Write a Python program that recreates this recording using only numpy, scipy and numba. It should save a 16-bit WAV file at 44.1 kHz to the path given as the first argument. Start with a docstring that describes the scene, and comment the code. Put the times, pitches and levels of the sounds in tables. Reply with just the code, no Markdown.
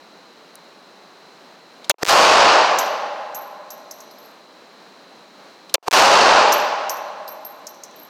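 """A hard concrete shooting lane: two handgun shots, heard by a one-port microphone just behind the shooter.
Each shot is band noise for the crack and band-wise decaying noise for the roar of the hall.
A timed sensitivity curve cuts the overloaded capsule off; pulses make it crackle, and a limiter flattens the roar.
Spent brass cases tick, ring and clank as decaying noise and tone, and small clicks are noise bursts.
Shaped noise gives the ventilation hiss throughout, steady tones and a noise band the motor whine."""
import sys
import numpy as np
from scipy import signal
from scipy.fft import rfft, irfft
from scipy.io import wavfile
from scipy.ndimage import uniform_filter1d, minimum_filter1d
from numba import njit

SR = 44100
rng = np.random.default_rng(int(sys.argv[2]) if len(sys.argv) > 2 else 0)


def nominal_scale(level):
    """Amplitude ratio for a level in decibels (scalar or array-like)."""
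    x = np.asarray(level, float) / 20
    return 10 ** x


def master(y):
    """Save y as 16-bit WAV."""
    cut = np.clip(np.atleast_2d(y).T, -1, 1)
    pcm = np.round(cut * 32767)  # scale
    wavfile.write(sys.argv[1], SR, pcm.astype(np.int16))


N = 356769
T = np.arange(N) / SR  # time axis [s]

# Ventilation spectrum: (frequency [Hz], relative level [dB per Hz])
AIR_SPECTRUM = [(60, -47), (110, -24.5), (184, -4.5), (237, -4.5), (393, -3), (640, -3), (1100, -5),
                (2000, -12), (3400, -16), (4040, -13.5), (4940, -17.5), (6370, -22.5), (9580, -34),
                (15500, -38)]
# Motor drive, a comb of steady tones split by the mains: (frequency [Hz], rms level [dB])
WHINE_TONES = [(3771, -75), (3849, -72), (3909, -69), (3969, -67), (4008, -70), (4029, -67), (4089, -62),
               (4149, -70), (4188, -72), (4287, -75), (4407, -72), (14000, -85)]
# Small mechanical clicks near the hands: (time [s], level before decay [dB], centre [Hz], t60 [s])
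HAND_CLICKS = [(.555, -32.5, 9400, 0.0084), (1.838, -61, 6500, 0.024), (1.844, -34.5, 3820, 0.042),
               (5.686, -56, 6100, 0.033), (5.695, -37.5, 3680, 0.046)]
# Brass case on concrete: (time [s], ring level [dB], tick level [dB], tick centre [Hz])
CASE_BOUNCES = [(2.787, -29.5, -15, 6370), (3.3472, -34, -32, 6500), (3.351, -35, -35.5, 6030),
                (3.705, -41, -31.5, 5900), (3.9108, -43, -29.5, 5900), (4.0048, -53.5, -36, 5900),
                (4.1106, -54, -44, 4670), (4.184, -53, -49, 4470), (4.2285, -53, -55, 4300),
                (4.2482, -54, -55, 4460), (6.5218, -32, -19.5, 5800), (6.5269, -28, -16.5, 5860),
                (6.8955, -31, -20.5, 6000), (7.2787, -37.5, -33.5, 4900), (7.2950, -43, -49, 4890),
                (7.4490, -36, -41, 5200), (7.669, -44.5, -28, 5950), (7.8363, -60, -31, 6200),
                (7.9595, -48, -58, 6010), (7.9987, -41, -54, 4730)]
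# Ring of the case from each shot: (frequency [Hz])
CASE_RING_HZ = [12540, 12750]
# Shots: (time [s], hall level [dB], crack level [dB]), both before their envelopes
SHOT_LEVELS = [(1.8947, 15, -6), (5.7402, 15, 5)]
# Colour of the roar at the start: (frequency [Hz], relative level [dB per Hz])
ROAR_SPECTRUM = [(60, -78), (120, -29.5), (200, -18), (280, -15.5), (400, -9.5), (560, -2), (800, -0.5),
                 (1100, -1.5), (1600, -8.5), (2100, -13.5), (2750, -10.5), (3400, -16), (4500, -12),
                 (6400, -16), (9000, -25.5), (11000, -24.5), (14500, -16.5), (16500, -39)]
# Reverberation time of the hall: (frequency [Hz], t60 [s])
ROAR_T60 = [(100, 1.3), (400, 1.55), (3000, 1.55), (4500, 1.4), (6400, 1.2), (9000, .98), (11000, .72),
            (14500, .46)]
# Slow resonances that outlast the roar: (frequency [Hz], width [Hz], level re roar [dB], t60 [s])
SLOW_RESONANCES = [(604.5, 125, -28, 3.38), (819, 109, -22.5, 2.8), (1046, 123, -25.5, 2.92),
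                   (1317, 890, -26.5, 2.69)]
# Stunned capsule: (chatter ends [s], faint thud [s], sound leaks back [s], snaps to other rail [s], slides free [s])
STUNNED_CAPSULE = [(1.9136, 1.9425, 1.9835, 2.0324, 2.082), (5.7547, 5.7815, 5.8275, 5.8833, 5.927)]
# Downward spikes, troughs of the roar that break through the rail: (time [s], peak before high-pass [dB])
RAIL_TROUGHS = [(2.0487, -12), (2.0528, -5), (2.0622, -18), (2.0653, -5), (2.0716, -6), (2.0766, -5),
                (2.0784, -12), (2.0826, -5), (2.0856, -4), (5.9110, -8), (5.9118, -7), (5.9138, -13),
                (5.9159, -6), (5.9171, -4), (5.9190, -13), (5.9240, -22), (5.9287, -4), (5.9325, -4),
                (5.9340, -4), (5.9362, -5)]
# Microphone housing modes: (frequency [Hz], level re exciting pulse [dB], t60 [s])
HOUSING_MODES = [(504, -50, 0.009), (990, -47, 0.02), (2450, -47, 0.011)]

# Sensitivity, times after the shot [s]: still open, sagging, cut off, deaf
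OPEN_S, SAG_S, SAG_DB, CUT_S, CUT_DB = 0.0054, 0.0079, -15, 0.00865, -74
DEAF_S, DEAF_DB, SWITCH_S = .03, -106, .0012
# A faint leak; the swell starts SWELL_S before the snap and reaches SWELL_DB at SNAP_S before it
LEAK_DB, SWELL_S, SWELL_DB, SNAP_S, SNAP_DB = -60, 0.026, -33.5, 0.0036, -13
# Sensitivity as the capsule comes free, and the times after that [s]
FREE_DB, SLIDE_S, SLID_DB, SETTLE_S = -16.5, 0.036, -12.5, .12
# Pulses: time after the shot [s], size before the high-pass [dB], nominal width [ms]
JOLT_S, JOLT_DB, JOLT_MS = .007, -2, 0.14
THUD_DB, THUD_MS, SNAP_STEP_DB, SNAP_MS = -36.5, 0.45, -6.5, 0.71
# Chatter: spacing [s], jitter [share of spacing], size and its spread [dB]
CHATTER_S, CHATTER_JITTER, CHATTER_DB, CHATTER_SPREAD_DB = 0.0017, .12, -3.5, 1
TWIN_SHARE, TWIN_S = .5, .0003  # share of spikes with a twin, and its lead [s]


def level(x, db):
    """Root-mean-square normalisation: scale a signal to an rms level in dB."""
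    return x * nominal_scale(db) / np.sqrt(np.mean(x ** 2))


def read(points, hz):
    """Interpolate a (frequency, value) table on a logarithmic frequency axis."""
    f, v = np.transpose(points)
    return np.interp(np.log(np.maximum(hz, 1)), np.log(f), v)


def band(size, hz, width):
    """Resonance: noise passed twice through a peak filter, brought to rms 1."""
    b, a = signal.iirpeak(hz, hz / width, fs=SR)
    once = signal.lfilter(b, a, rng.standard_normal(size))
    return level(signal.lfilter(b, a, once), 0)


def fade(t, t60):
    """Exponential decay: 60 dB of loss in t60 seconds."""
    return np.exp(-np.log(1000) * t / t60)


def add(out, s, x):
    """Superposition: mix x into out from s seconds on."""
    i = int(s * SR)
    out[i:i + len(x)] += x[:N - i]


def ventilation():
    """Turbulent flow: broadband noise of a given spectrum, its level wavering slowly."""
    hz = np.fft.rfftfreq(N, 1 / SR)
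    spectrum = rfft(rng.standard_normal(N)) * nominal_scale(read(AIR_SPECTRUM, hz))
    air = level(irfft(spectrum, N), -47)
    smooth = uniform_filter1d(rng.standard_normal(N), size=6000)
    waver = level(uniform_filter1d(smooth, size=6000), 0)
    return air * nominal_scale(0.65 * waver)  # 0.65 dB rms of waver


def motor_whine():
    """Periodic excitation: a line spectrum of steady tones, with a noise band around most of them."""
    tones = 0
    for hz, db in WHINE_TONES:
        tones = tones + nominal_scale(db) * np.sqrt(2) * np.sin(2 * np.pi * (hz * T + rng.random()))
    return tones + nominal_scale(-68.5) * band(N, 4120, 550)


def clicks():
    """Impulsive contact: short, dry bursts of decaying band noise."""
    out, t = np.zeros(N), T[:SR // 5]
    for s, db, hz, t60 in HAND_CLICKS:
        add(out, s, nominal_scale(db) * band(len(t), hz, 0.91 * hz) * fade(t, t60))
    return out


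def cases():
    """Impact and modal decay: a tick with a wall echo, a high wavering tube ring and a lower body clank."""
    out, t = np.zeros(N), T[:SR]
    for s, ring_db, tick_db, tick_hz in CASE_BOUNCES:
        hz = CASE_RING_HZ[sum(s > row[0] for row in SHOT_LEVELS) - 1]  # case of the latest shot
        # a tone plus narrow noise wavers as the case tumbles
        tumbling = 0.51 * np.sin(2 * np.pi * (hz * t + rng.random())) + 0.82 * band(len(t), hz, 150)
        ring = nominal_scale(ring_db) * tumbling * (fade(t, 0.19) + nominal_scale(-8.0) * fade(t, 0.42))
        clank = nominal_scale(tick_db - 23.5) * band(len(t), 5870, 740) * fade(t, 0.98)
        shape = np.clip(t / 0.0012, 0, 1) * (fade(t, 0.027) + nominal_scale(-12.5) * fade(t, 0.13))
        body = nominal_scale(0.5) * band(len(t), tick_hz, 1700)
        treble = nominal_scale(-11) * band(len(t), 11000, 9000)
        tick = shape * nominal_scale(tick_db) * (body + treble)
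        add(out, s - .001, ring + clank + tick)
        add(out, s + .073, nominal_scale(-20) * tick)  # slap-back from a far wall
    return out


def hall_roar(t):
    """Reverberation: each quarter-octave band of noise decays at its own rate, the highest fastest."""
    hz = np.fft.rfftfreq(len(t), 1 / SR)
    noise = rfft(rng.standard_normal(len(t))) * nominal_scale(read(ROAR_SPECTRUM, hz))
    noise = noise / np.std(irfft(noise))
    octave = np.log2(np.maximum(hz, 1))
    roar = 0
    for centre in np.arange(5.5, 14.25, .25):
        part = irfft(noise * np.clip(1 - 4 * np.abs(octave - centre), 0, 1))
        roar = roar + part * fade(t, read(ROAR_T60, 2 ** centre))
    return roar


def shot(hall_db, crack_db):
    """Direct and reverberant sound: a bright crack, then the roar and slow resonances of the hall."""
    t = T[:4 * SR]
    roar = hall_roar(t)
    drone = sum(nominal_scale(db) * band(len(t), f, w) * fade(t, t60) for f, w, db, t60 in SLOW_RESONANCES)
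    arrival = np.clip((t - .0035) / 0.0038, 0, 1)
    rise = np.clip(t / .0025, 0, 1) ** 2
    crack = (band(len(t), 4730, 1690) + 1.23 * band(len(t), 8400, 6000)) * rise * fade(t, 0.15)
    return nominal_scale(hall_db) * arrival * (roar + drone) + nominal_scale(crack_db) * crack


def scene():
    """Superposition of all pressures at the single microphone port, on two equal channels."""
    out = ventilation() + motor_whine() + clicks() + cases()
    for s, hall_db, crack_db in SHOT_LEVELS:
        add(out, s, shot(hall_db, crack_db))
    return np.array([out, out])


def sensitivity():
    """Overload and recovery: a dB curve of cut-off, swelling leak, snap, deafness and sliding free."""
    db = np.zeros(N)
    for (s, _, _), (_, _, leak, snap, free) in zip(SHOT_LEVELS, STUNNED_CAPSULE):
        stages = [
            (s + OPEN_S, 0), (s + SAG_S, SAG_DB), (s + CUT_S, CUT_DB), (s + DEAF_S, DEAF_DB),
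            (leak - SWITCH_S, DEAF_DB), (leak, LEAK_DB), (snap - SWELL_S, LEAK_DB),
            (snap - SNAP_S, SWELL_DB), (snap, SNAP_DB), (snap + SWITCH_S, DEAF_DB),
            (free - SWITCH_S, DEAF_DB), (free, FREE_DB), (free + SLIDE_S, SLID_DB), (free + SETTLE_S, 0)]
        db = db + np.interp(T, *np.transpose(stages))
    return db


def unstick(x):
    """One-sided clipping: all above a rising rail is flattened, and a high-pass recentres the rest."""
    b, a = signal.butter(2, 520, "high", fs=SR)
    for *_, free in STUNNED_CAPSULE:
        progress = (T - free) / SLIDE_S
        stuck = (progress > 0) & (progress < 1)
        rail = -.6 + 1.7 * progress
        clipped = np.minimum(x, rail) - np.minimum(rail, 0)
        troughs = signal.lfilter(b, a, stuck * clipped)
        x = np.where(stuck, 1.9 * (1 - progress ** 2) * troughs + progress ** 2 * x, x)
    return x


def spike(s, size):
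    """Amplitude-dependent width: a (time [s], signed size, width [ms]) row, wider the larger it is."""
    return s, size, 0.018 + 0.087 * abs(size)


def steps():
    """Capsule displacement as pulses, rows of (time [s], signed size, nominal width [ms])."""
    rows = [spike(s, -nominal_scale(db)) for s, db in RAIL_TROUGHS]
    for (s, _, _), (quiet, thud, leak, snap, _) in zip(SHOT_LEVELS, STUNNED_CAPSULE):
        rows.append((s + JOLT_S, nominal_scale(JOLT_DB), JOLT_MS))
        rows += [(thud, nominal_scale(THUD_DB), THUD_MS), (leak, nominal_scale(THUD_DB), THUD_MS)]
        rows.append((snap, nominal_scale(SNAP_STEP_DB), SNAP_MS))
        # upward chatter, laid out backwards from its end
        when, luck = np.arange(quiet, s + CUT_S, -CHATTER_S), rng.standard_normal((16, 3))
        for at, (late, size, twin_size), twin in zip(when, luck, rng.random(16)):
            at = at + CHATTER_JITTER * CHATTER_S * late
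            rows.append(spike(at, nominal_scale(CHATTER_DB + CHATTER_SPREAD_DB * size)))
            if twin < TWIN_SHARE:
                rows.append(spike(at - TWIN_S, nominal_scale(CHATTER_DB - CHATTER_SPREAD_DB * abs(twin_size))))
    return rows


def crackles():
    """Transient response: the input high-pass swings each pulse back and the housing rings faintly."""
    pulses = np.zeros(N)
    for s, size, ms in steps():
        width = max(ms, .03) * SR / 1000  # samples
        reach = 3 * int(width) + 3
        k = np.arange(-reach, reach + 1)
        pulses[int(s * SR) + k] += size * np.exp(-((k - s * SR % 1) / (.75 * width)) ** 4)
    t = T[:SR // 20]
    housing = sum(nominal_scale(db) * np.sin(2 * np.pi * hz * t) * fade(t, t60) for hz, db, t60 in HOUSING_MODES)
    ringing = signal.fftconvolve(pulses, housing)[:N]
    b, a = signal.butter(4, 430, "high", fs=SR)
    return signal.lfilter(b, a, pulses + ringing)


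@njit
def peak(x, release):
    """Peak detection: an envelope that jumps to each peak and then sinks exponentially."""
    y, e = np.empty(len(x)), 1e-6
    for i in range(len(x)):
        e = max(abs(x[i]), e * (1 - release))
        y[i] = e
    return y


def limit(x, top, release_s):
    """Look-ahead gain reduction: the gain dips smoothly just before each peak above top."""
    gain = np.minimum(1, top / peak(x, 1 / (release_s * SR)))
    return x * uniform_filter1d(minimum_filter1d(gain, size=15), size=15)


def low_pass(x):
    """Removes everything above the highest recorded frequency."""
    return signal.sosfilt(signal.butter(12, 17160, fs=SR, output="sos"), x)


def record(dry):
    """Transduction: the capsule cuts out and crackles, limiters flatten the roar, a low-pass cuts the top."""
    heard = unstick(dry[0] * nominal_scale(sensitivity()))
    flattened = limit(heard, .68, 0.014)
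    x = limit(flattened + crackles(), .78, 0.00089)
    x = signal.sosfilt(signal.ellip(8, .2, 70, 17000, fs=SR, output="sos"), x)
    return low_pass(np.array([x, x]))


dry = scene()
out = record(dry)
master(out)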